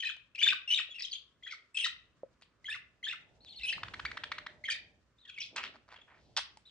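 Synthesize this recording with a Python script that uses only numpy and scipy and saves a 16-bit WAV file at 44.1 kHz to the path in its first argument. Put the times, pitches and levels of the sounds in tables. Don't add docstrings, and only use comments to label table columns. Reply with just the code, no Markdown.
import sys
import numpy as np
from scipy import signal
from scipy.fft import rfft, irfft
from scipy.io import wavfile
from scipy.ndimage import uniform_filter1d

SR = 44100
rng = np.random.default_rng(int(sys.argv[2]) if len(sys.argv) > 2 else 0)


def boost(x):
    u = np.asarray(x, float) / 20
    return 10 ** u


def transcribe(signal):
    frames = np.atleast_2d(signal).T
    limited = np.clip(frames, -1, 1)
    pcm = np.round(limited * 32767).astype(np.int16)
    wavfile.write(sys.argv[1], SR, pcm)


N = 295470
T = np.arange(N) / SR


def band(x, hz, width_hz, order=2):
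    lo = np.sqrt(hz ** 2 + width_hz ** 2 / 4) - width_hz / 2
    hi = min(lo + width_hz, .45 * SR)
    return signal.sosfilt(signal.butter(order, [lo, hi], "band", fs=SR, output="sos"), x)


def unit(x):
    return x / np.sqrt(np.mean(x ** 2))


def walk(rate):
    k = int(SR / rate)
    steps = np.repeat(rng.standard_normal(N // k + 1), k)
    return unit(uniform_filter1d(uniform_filter1d(steps, k), k)[:N])


def add(out, s, x):
    i = int(np.clip(s * SR, 0, N - 1))
    out[i:i + len(x)] += x[:N - i]


def swell(t, rise, fall):
    u = (np.arange(len(t)) + .5) / len(t)
    return np.sin(np.pi / 2 * np.clip(np.minimum(u / rise, (1 - u) / fall), 0, 1)) ** 2


def background():
    # frequency in Hz, level in dB per Hz
    air_colour = [(20, -12.0), (60, -2), (130, -4.5), (250, -7.5), (600, -9), (1000, -8.5), (3000, -31),
                  (6000, -46), (11000, -51)]
    # time in seconds, level in dB over rest
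    stirring = [(0, 2), (2.25, 4), (2.9, 3), (3.3, 7.5), (3.62, 8.5), (3.8, 18.5), (4.1, 17.5), (4.5, 10.5),
                (5.2, 2), (5.6, 6), (6.0, 3.5), (6.3, 9.5), (6.7, 3.5)]
    # start in seconds, length in seconds, centre in Hz, level in dB
    drone_rows = [
        (4.14, 1, 603, -69.5),
    ]
    # frequency in Hz, level in dB
    mains_lines = [(60, -85.5), (118, -86.5)]

    stir = np.interp(T, *np.transpose(stirring))
    f = np.fft.rfftfreq(N, 1 / SR) + 1
    hz, db = np.transpose(air_colour)
    colour = boost(np.interp(np.log(f), np.log(hz), db))
    mid, side = irfft(rfft(rng.standard_normal((2, N))) * colour, N)
    air = mid + np.array([[.4], [-.4]]) * side
    rumble = unit(band(air, 120, 260)) * boost(-78 + stir + 1.9 * walk(7.1))
    hum = unit(band(air, 422.2, 700)) * boost(-78 + stir + 0.91 * walk(8.5))
    hiss = unit(band(air, 3000, 8100)) * boost(-77 + walk(5.6))
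    rustle = unit(band(rng.standard_normal((2, N)), 2200, 5500, order=3))
    rustle *= boost(-89 + 1.15 * stir + 2.1 * walk(49))

    (s, length, hz, db), = drone_rows
    drone, t = np.zeros(N), np.arange(0, length, 1 / SR)
    add(drone, s, boost(db) * swell(t, 0.016, 0.89))
    drone *= unit(band(rng.standard_normal(N), hz, 30))
    mains = sum(boost(db + 2.0 * walk(2.4)) * np.sin(2 * np.pi * hz * T) for hz, db in mains_lines)
    microphone_hiss = boost(-97) * unit(band(rng.standard_normal((2, N)), 7500, 6000))
    return rumble + hum + hiss + rustle + drone + mains + microphone_hiss


def thumps():
    # start in seconds, peak in dB, frequency in Hz
    bumps = [
        (3.58, -55.5, 54.6),
        (3.76, -54.5, 179),
        (3.821, -49.5, 105),
        (4.02, -52.5, 65),
        (4.03, -54.5, 154),
    ]
    out = np.zeros(N)
    for s, db, hz in bumps:
        t = np.arange(0, 5.5 / hz, 1 / SR)
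        add(out, s, boost(db) * swell(t, 0.28, 0.63) * np.sin(2 * np.pi * hz * t))
    return out


def ticks():
    # start in seconds, peak in dB, ring in Hz, time to fade by 60 dB in seconds
    wood = [
        (0.891, -49.5, 554, 0.012),
        (2.233, -28.5, 545, 0.028),
        (2.261, -61, 547, 0.022),
        (5.986, -49.5, 520, 0.015),
        (6.571, -44, 864, 0.022),
    ]
    # start in seconds, peak in dB
    wire = [
        (0.1672, -44),
        (2.4134, -48),
        (2.4224, -43),
        (2.6437, -45.5),
        (3.448, -38.5),
        (6.5727, -37),
    ]
    # start in
    # seconds, peak in dB
    clicked = [(5.740, -51), (5.745, -50), (5.751, -52), (5.757, -47), (5.764, -48), (5.880, -52.5),
               (5.884, -53), (5.889, -46), (5.902, -54), (5.908, -51), (5.914, -52), (5.919, -45),
               (5.925, -38.5), (5.931, -53), (5.934, -45.5), (5.938, -53), (5.942, -42), (5.946, -53)]
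    out, t = np.zeros(N), T[:2000]
    for s, db, hz, t60 in wood:
        ring = np.sin(2 * np.pi * hz * t) * np.exp(-np.log(1000) * t / t60)
        add(out, s, boost(db) * ring * (1 - np.exp(-t / 0.001)))
    for s, db in wire:
        crack = rng.standard_normal(len(t)) * np.exp(-t / 0.00061)
        add(out, s, boost(db) * band(crack, 1600, 4900))
    for s, db in clicked:
        rub = (t == 0) + 0.18 * rng.standard_normal(len(t)) * np.exp(-t / 0.0021)
        bright = boost(-13) * band(rub, 3200, 2600, order=3)
        add(out, s, boost(db + 20) * (band(rub, 1100, 1400) + bright))
    return out


def rasps():
    # start in seconds, length in
    # seconds, pulses a second, centre pitch in Hz, level in dB
    bursting = [(2.419, 0.022, 1600, 3010, -64), (5.408, 0.089, 250, 4160, -55.5),
                (5.5, 0.44, 830, 352, -65.5), (5.556, 0.074, 640, 1635, -43),
                (5.559, 0.041, 400, 3983, -47.5), (5.624, 0.071, 260, 2130, -46),
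                (6.07, 0.15, 1100, 1287, -66.5), (6.364, 0.03, 1700, 3930, -34),
                (6.365, 0.035, 1400, 1410, -40), (6.368, 0.011, 1700, 7950, -48),
                (5.558, 0.021, 900, 6420, -53)]
    swelling = [
        (0.46, 0.12, 654, 290, -69),
        (1.5, 0.061, 510, 4060, -55),
        (1.8423, 0.036, 420, 4480, -42),
        (4.706, 0.028, 859, 4850, -46.5),
        (4.695, 0.032, 740, 8000, -55.5),
        (2.69, 0.039, 2000, 8600, -61),
        (5.885, 0.16, 260, 1670, -64.5),
        (6.12, 0.34, 2000, 3900, -81.5),
    ]
    rows = [(*r, 0.14) for r in bursting] + [(*r, 0.29) for r in swelling]
    out = np.zeros(N)
    for s, length, rate, hz, db, peak in rows:
        t = np.arange(0, length, 1 / SR)[:SR // 3]
        chance = rng.standard_normal((900, 2))
        at = (np.cumsum(np.exp(0.5 * chance[:, 0])) - .6) * SR / rate
        inside = at < len(t)
        starts = np.zeros(len(t))
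        starts[at[inside].astype(int)] = boost(2.2 * chance[inside, 1])
        gate = 0.11 + signal.lfilter([1], [1, -np.exp(-1 / (0.00079 * SR))], starts)
        puffs = gate * rng.standard_normal(len(t)) * swell(t, peak, 1 - peak) ** 0.59
        throat = band(np.pad(puffs, (0, 400)), hz, np.minimum(1.3 * hz, 2700), order=3)
        add(out, s, boost(db) * unit(throat))
    return out


def whistle(hz, over_db, step_db, third_db=0):
    phase = 2 * np.pi * np.cumsum(hz) / SR
    tone = np.sin(phase)
    for k in range(2, 6):
        overtone = boost(over_db + step_db * (k - 1) + third_db * (k == 3))
        tone += overtone * (k * hz < 10500) * np.sin(k * phase + k)
    return np.sqrt(2) * tone


def chucks():
    # start in seconds, peak in dB, top pitch in Hz, length in seconds, overtones in dB
    rising = [(3.777, -44, 1500, 0.0077, -27), (3.831, -38, 2252, 0.0091, -3),
              (3.881, -48.5, 1980, 0.0083, -1.5), (3.935, -39.5, 2206, 0.014, -2.5),
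              (3.993, -39.5, 1950, 0.011, -4.5), (4.048, -35.5, 2293, 0.023, -4.5),
              (4.111, -44, 2440, 0.014, -4.5), (4.169, -38.5, 2076, .012, -4.5),
              (4.235, -39, 2140, 0.01, 3), (4.315, -34, 2370, 0.0127, -3), (4.38, -40.5, 2240, 0.0129, -2),
              (4.462, -40.5, 2200, 0.012, -4)]
    from_hz = 440
    out, snap = np.zeros(N), np.zeros(N)
    for s, db, top_hz, length, over_db in rising:
        t = np.arange(0, length, 1 / SR)
        risen = np.minimum(np.maximum(t / 0.011, t / length), 1)
        hz = top_hz - (top_hz - from_hz) * (1 - risen) ** 1.3
        add(out, s, boost(db) * swell(t, 0.25, 0.38) * whistle(hz, over_db, step_db=-1.5))
        add(snap, s + 0.0021, boost(db - 17) * np.exp(-t / .004))
    out = out * (1 + 0.29 * walk(1200))
    snap = band(snap * rng.standard_normal(N), 8000, 7000)
    return band(out, 2010, 3270, order=3) + boost(-34.0) * out + snap


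def note(length, path_hz, over_db, zigzag=0, turn=0):
    t = np.arange(0, length + 0.006, 1 / SR)
    hz = np.interp(t / t[-1], np.linspace(0, 1, len(path_hz)), path_hz)
    zigzag_hz = 174 * (1 + 0.14 * np.tanh(turn))
    hz *= 1 + zigzag * signal.sawtooth(2 * np.pi * (zigzag_hz * t + turn), .3)
    return swell(t, .0045 / t[-1], .004 / t[-1]) * whistle(hz, over_db, step_db=-8.0, third_db=0)


def strokes():
    # seconds after its start, length in seconds, from Hz, to Hz, level in dB
    tumble = [
        (-.007, 0.004, 2130, 1930, -6.5),
        (.003, 0.015, 3028, 3360, -1),
        (.023, 0.0075, 3217, 3130, -9.5),
        (.032, 0.014, 1606, 1814, 0.5),
        (.047, 0.008, 3650, 3410, -0.5),
        (.058, 0.0077, 2410, 2530, 1),
        (.067, 0.012, 2448, 2790, -2),
        (.062, 0.016, 1814, 1770, -10),
        (.09, 0.0045, 2014, 2050, 1.5),
        (.094, 0.014, 1580, 1162, -8.5),
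    ]
    # start in seconds, level in dB, pitch factor, stretch, tilt in dB per kHz (head turn)
    sung = [
        (2.653, -40, 1.01, 1.013, -0.5),
        (3.037, -38, 1.02, 0.99, 3),
    ]
    # start in seconds, length in seconds, top Hz, end Hz, level in dB
    arches = [
        (3.406, 0.066, 4380, 4080, -67.5),
        (3.621, 0.041, 4160, 3570, -51),
        (5.183, 0.068, 4000, 3800, -67.5),
        (5.25, 0.0267, 1957, 1500, -67),
        (6.655, 0.043, 4010, 3080, -62),
    ]
    arch_shape = [.84, .97, 1.0, .97, .93, .88]
    # start in seconds, length in seconds, from Hz, to Hz, level in dB Loose
    # chatter, then from 3.635 s a short level call
    chatter = [(0.903, 0.027, 3400, 3348, -49), (0.944, 0.0091, 2787, 2610, -49),
               (0.956, 0.012, 2864, 2700, -45.5), (0.984, 0.0031, 2774, 2564, -41.5),
               (0.996, 0.0051, 2480, 2512, -42), (1.005, 0.0051, 2007, 2030, -43.5),
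               (1.006, 0.0037, 4297, 3920, -43), (1.021, 0.0031, 5260, 5260, -33),
               (1.03, 0.0045, 3640, 3880, -44), (1.034, 0.006, 3740, 4030, -45),
               (1.04, 0.0064, 4130, 3660, -45.5), (1.05, 0.0064, 3280, 3194, -40),
               (1.113, 0.004, 4610, 4700, -46.5), (1.12, 0.0036, 4566, 4240, -41.5),
               (1.125, 0.0053, 4270, 3940, -42), (1.131, 0.007, 3300, 3270, -38),
               (1.147, 0.009, 3183, 3214, -47), (1.155, 0.0036, 3393, 3540, -43.5),
               (3.635, 0.027, 2524, 2565, -38.5), (3.669, 0.003, 3030, 2890, -40.5),
               (3.68, 0.016, 3126, 2683, -37), (3.691, 0.0025, 3370, 3054, -34),
               (3.694, 0.0052, 2914, 3114, -35.5), (3.697, 0.012, 2608, 2673, -34.5),
               (3.717, 0.014, 2975, 3174, -44.5), (3.725, 0.0025, 4850, 5007, -37),
               (3.728, 0.0027, 1730, 1870, -40), (3.732, 0.004, 1900, 2220, -41.5),
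               (3.732, 0.0072, 3900, 4360, -44)]
    hurried = [(0.351, 0.009, 2775, 2370, -41.5), (0.382, 0.006, 2303, 2633, -42.5),
               (0.391, 0.014, 2740, 3270, -35.5), (0.408, 0.007, 2860, 3190, -33.5),
               (0.416, 0.003, 2480, 2163, -31), (0.421, 0.007, 2266, 2590, -31),
               (0.426, 0.0065, 2694, 3355, -30), (0.432, 0.014, 3450, 3526, -23.5),
               (0.455, 0.0074, 2190, 2370, -37), (0.459, 0.009, 2930, 3098, -33.5),
               (0.465, 0.0051, 1770, 1520, -32), (0.468, 0.008, 1533, 2060, -34),
               (0.476, 0.006, 3607, 3623, -22), (0.485, 0.0023, 2800, 3040, -25.5),
               (0.487, 0.0077, 2576, 2394, -27), (0.497, 0.0037, 2596, 2450, -33.5),
               (0.502, 0.006, 2642, 2520, -30), (0.53, 0.008, 1400, 1015, -42),
               (0.524, 0.0072, 1519, 1517, -33.5), (4.641, 0.009, 2093, 2185, -41.5),
               (4.653, 0.011, 3210, 3206, -41.5), (4.662, 0.011, 3220, 2945, -46),
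               (4.683, 0.0064, 2094, 1690, -36), (4.69, 0.00302, 1690, 1880, -34.5),
               (4.693, 0.0034, 1610, 1840, -35.5), (4.7, 0.006, 3266, 3010, -33),
               (4.706, 0.0115, 2592, 2115, -37), (4.709, 0.0065, 4616, 4800, -36.5),
               (4.716, 0.0083, 4410, 4390, -39.5), (4.72, 0.008, 2297, 2527, -35),
               (4.733, 0.0028, 2332, 2570, -44), (4.74, 0.011, 3660, 3710, -44.5),
               (4.754, 0.00321, 1923, 1880, -42.5)]
    level_calls = [(0.678, 0.029, 2810, 2733, -38.5), (0.704, 0.009, 2903, 3084, -29.5),
                   (0.713, 0.0042, 3005, 2800, -28.5), (0.719, 0.013, 2790, 3103, -28.5),
                   (0.736, 0.007, 2885, 3036, -25.5), (0.744, 0.004, 3860, 3750, -27),
                   (0.76, 0.0038, 3870, 3530, -34), (0.774, 0.004, 3350, 3580, -27.5),
                   (0.781, 0.004, 2490, 2230, -37), (0.786, 0.004, 2580, 2660, -33.5),
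                   (0.789, 0.014, 1890, 1870, -43.5), (0.79, 0.006, 3820, 3470, -34),
                   (0.804, 0.0034, 2650, 2670, -32.5), (1.748, 0.024, 2654, 2580, -41),
                   (1.772, 0.0057, 3057, 3310, -33.5), (1.776, 0.0074, 2550, 2710, -34.5),
                   (1.787, 0.004, 2690, 2860, -32.5), (1.797, 0.013, 3380, 2826, -35.5),
                   (1.808, 0.0024, 2900, 3200, -28), (1.818, 0.0035, 2900, 2800, -36),
                   (1.826, 0.008, 2670, 2790, -37.5), (1.838, 0.0063, 2720, 2580, -35),
                   (1.844, 0.0035, 3770, 3800, -29.5), (1.845, 0.004, 1970, 1920, -38.5),
                   (1.85, 0.0025, 3150, 3010, -37.5), (1.852, 0.0062, 2080, 1778, -38),
                   (1.857, 0.0023, 2960, 3130, -38.5), (1.859, 0.005, 4095, 3645, -36),
                   (1.862, 0.0039, 1361, 1290, -38.5), (1.863, 0.007, 3617, 3950, -39.5),
                   (1.867, 0.0031, 1360, 1100, -45), (1.868, 0.006, 2670, 2716, -42)]
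    warble = [(3.461, 0.013, 4070, 3320, -58), (3.472, 0.0058, 3340, 3450, -54),
              (3.48, 0.0046, 3390, 3100, -58.5), (3.484, 0.0077, 3360, 3660, -56.5),
              (3.491, 0.0057, 4080, 4340, -55.5), (3.5, 0.011, 4480, 4100, -56.5),
              (3.509, 0.004, 4050, 4150, -54), (3.522, 0.006, 4240, 3640, -56),
              (3.53, 0.0067, 4100, 4160, -59), (3.528, 0.0048, 3570, 3590, -51.5),
              (3.535, 0.0045, 3230, 2960, -58), (3.546, 0.008, 3030, 2970, -60),
              (3.556, 0.004, 3640, 4200, -58), (3.562, 0.024, 4530, 4110, -50.5),
              (3.582, 0.0064, 4000, 4200, -53), (3.584, 0.0043, 3740, 3540, -55),
              (3.592, 0.0035, 3730, 3680, -46), (3.595, 0.0037, 3160, 3040, -53),
              (3.601, 0.0076, 2620, 2770, -53), (3.608, 0.005, 2060, 2060, -57),
              (3.612, 0.004, 2800, 2700, -49.5), (3.623, 0.0061, 2160, 2080, -54),
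              (5.253, 0.005, 3118, 3400, -54), (5.278, 0.0038, 3665, 3550, -48.5),
                   (5.291, 0.0076, 3174, 3377, -49.5), (5.299, 0.0037, 2420, 2730, -50.5),
                   (5.301, 0.0041, 3260, 3300, -50.5), (5.344, 0.011, 3460, 2680, -54.5),
                   (5.362, 0.012, 2590, 2440, -54), (5.373, 0.0042, 2490, 2790, -51),
                   (5.378, 0.0061, 2410, 2060, -48.5), (5.383, 0.0084, 2127, 2400, -46.5),
                   (5.394, 0.0055, 3330, 3600, -51), (5.398, 0.0043, 2667, 3020, -46),
                   (5.406, 0.0042, 2620, 3290, -43.5), (5.414, 0.0043, 2500, 2576, -42.5),
                   (5.416, 0.004, 5033, 5080, -44), (5.419, 0.003, 2570, 2200, -48),
                   (5.423, 0.004, 3330, 3290, -42), (5.428, 0.0037, 3970, 4110, -48),
                   (5.436, 0.0055, 3450, 3450, -44), (5.964, .003, 3517, 3170, -52),
                   (6.014, 0.0074, 3236, 3500, -59)]
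    flicks = [
        (0.039, .011, 4403, 3397, -44),
        (0.063, 0.011, 4006, 4060, -43),
        (0.793, 0.0088, 1730, 1051, -43.5),
        (0.992, 0.0043, 5120, 3900, -47),
        (0.999, 0.003, 5700, 4780, -41),
        (1.016, 0.0041, 4263, 5175, -43),
        (1.062, 0.0032, 3370, 4060, -50),
        (5.284, 0.018, 1796, 1390, -62),
        (1.14, 0.0028, 3325, 4260, -48),
        (5.406, 0.0055, 5850, 5340, -42.5),
    ]
    accents = [
        (.055, .022, 2510, 2557, -36.5),
        (1.049, 0.014, 6350, 6270, -54),
        (1.129, 0.017, 6140, 6560, -50.5),
        (1.745, 0.025, 7900, 7900, -51.5),
        (1.777, 0.071, 8500, 8096, -49),
        (3.657, 0.026, 9000, 8790, -49.5),
    ]
    loose = [(0, 0.0074, 3150, 3110, -37.5), (0.015, .012, 3130, 3030, -44.5),
             (.026, 0.0047, 2890, 2030, -43), (.031, .017, 1925, 1740, -39),
             (.049, 0.006, 3300, 2890, -38.5), (.07, 0.0033, 2980, 3100, -39),
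             (.078, 0.008, 2494, 2420, -38), (.09, 0.011, 1860, 1400, -46.5),
             (.093, 0.01, 3470, 2930, -42.5), (.106, 0.009, 3880, 3340, -47),
             (1.427, 0.004, 2000, 2130, -56.5), (1.435, .022, 3230, 3398, -48),
             (1.463, .006, 2075, 1480, -50), (1.471, 0.0037, 1960, 1970, -44.5),
             (1.477, 0.0055, 3220, 3330, -43), (1.485, 0.014, 2330, 2600, -51.5),
             (1.511, 0.0067, 2310, 2030, -48), (1.524, .005, 2135, 2060, -44),
             (1.527, .011, 1590, 1190, -49.5)]

    rows = []
    for s, db, pitch, stretch, tilt in sung:
        for at, length, a, b, note_db in tumble:
            loudness = db + note_db + tilt * (a - 2500) / 1000
            rough = at / .12
            rows.append((s + at * stretch, length * stretch, [a * pitch, b * pitch], loudness, rough))
    for s, length, top, end, db in arches:
        rows.append((s, length, [top * share for share in arch_shape] + [end], db, .65))
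    for s, length, a, b, db in chatter + hurried + level_calls + warble + flicks + accents + loose:
        rows.append((s, length, [a, b], db, .7 - length / 0.04))
    return [(np.maximum(s, 0), length + np.minimum(s, 0), path, db, np.clip(rough, 0.36, 1))
            for s, length, path, db, rough in rows if s + length > .004]


def song():
    lead_s = .0035
    clean, strained, effort = np.zeros(N), np.zeros(N), np.zeros(N)
    for s, length, path, db, rough in strokes():
        c = rng.standard_normal(7)
        path = np.array(path) * (1 + .004 * c[4])
        db = db + .5 * c[5]
        over_db = -10.5 - 3 * (np.mean(path) - 2500) / 1000 + 0.5 * c[6]
        over_db = np.minimum(over_db, -11.5) + 0.19 * np.minimum(db + 34.0, 0)
        stroke = boost(db) * note(length, path, over_db + 2.5, .075 * rough ** 3, c[3])
        strain = rough * np.minimum(boost(0.18 * over_db), 1)
        add(clean, s - lead_s, stroke)
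        add(strained, s - lead_s, strain * stroke)
        add(effort, s, strain * np.abs(stroke))
        other = path[-1] * (1 + 0.28 * np.tanh(c[0]))
        second = note(0.0036, [other, other * (1 + 0.076 * c[3])], over_db)
        add(clean, s + length * (.7 + 0.42 * c[1]), strain * boost(db - 3.5 + 2 * c[2]) * second)
    air = unit(band(rng.standard_normal(N), 3200, 1900))
    air += boost(-18.0) * unit(band(rng.standard_normal(N), 5800, 3500))
    air *= boost(-10.5) * uniform_filter1d(effort, size=200) * boost(5.5 * walk(500))
    voice = clean + strained * (.85 * walk(600) + .35 * walk(2200))
    i = np.arange(N)
    voice = np.interp(i + 1.4 * walk(250), i, voice)
    return band(voice * boost(1.2 * walk(200)) + air, 3200, 9500)


def room(x):
    # centre in Hz, time to fade by 60 dB in seconds, level in dB
    tail_bands = [(576, 0.15, -12), (1690, 0.43, -9), (3134, 0.25, -1.5), (7840, 0.18, -3)]
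    # delay in seconds, left level in dB, right level in dB
    near_walls = [(.0031, -13, -14), (.0072, -13, -15), (0.013, -16, -14)]
    t = T[:SR // 2]
    noise = rng.standard_normal((3, len(t)))
    noise = (0.59 * noise[0] + 0.81 * noise[1:]) * (1 - np.exp(-(t / .018) ** 2))
    tail, walls = np.zeros((2, len(t))), np.zeros((2, len(t)))
    for hz, t60, db in tail_bands:
        fading = band(noise, hz, 1.257 * hz) * np.exp(-np.log(1000) * t / t60)
        tail += boost(db) * fading / np.sqrt(np.sum(fading ** 2) / 2 * SR / 2 / hz)
    for delay, left_db, right_db in near_walls:
        walls[0, int(delay * SR)] = boost(left_db)
        walls[1, int(delay * 1.07 * SR)] = boost(right_db)
    i = np.arange(N)
    smeared = [np.interp(i + 4.5 * walk(80) + 2.5 * walk(330), i, wet[:N])
               for wet in signal.fftconvolve(x[None], tail, axes=1)]
    return signal.fftconvolve(x[None], walls, axes=1)[:, :N] + smeared


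def scene():
    # time in seconds, birds left minus right in dB
    swing = [(0, 2.5), (.8, 1.5), (1.8, 1.5), (2.6, 0.5), (4.2, 0), (6.7, -0.5)]
    # frequency in Hz, left minus right in dB
    port_shade = [(300, -0.5), (1100, -4), (2800, 2.5), (5500, 1), (9000, -5)]
    far, close, rough = song(), chucks() + ticks(), rasps()
    birds = far + close + rough
    direct = np.array([birds, np.roll(birds, 2)]) * boost(0.5)
    sound = direct + room(far + boost(-3.0) * close + boost(-1.0) * rough)
    lean = np.interp(T, *np.transpose(swing)) / 2
    sound = sound * boost([lean, -lean])
    f = np.fft.rfftfreq(N, 1 / SR) + 1
    hz, db = np.transpose(port_shade)
    shade = np.interp(np.log(f), np.log(hz), db) / 2
    return irfft(rfft(sound + background() + thumps()) * boost([shade, -shade]), N)


def top_cut(x):
    return signal.sosfilt(signal.butter(12, 10760, fs=SR, output="sos"), x)


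def record(dry):
    cut = signal.sosfilt(signal.butter(6, 9500, fs=SR, output="sos"), dry)
    return top_cut(cut)


dry = scene()
out = record(dry)
transcribe(out)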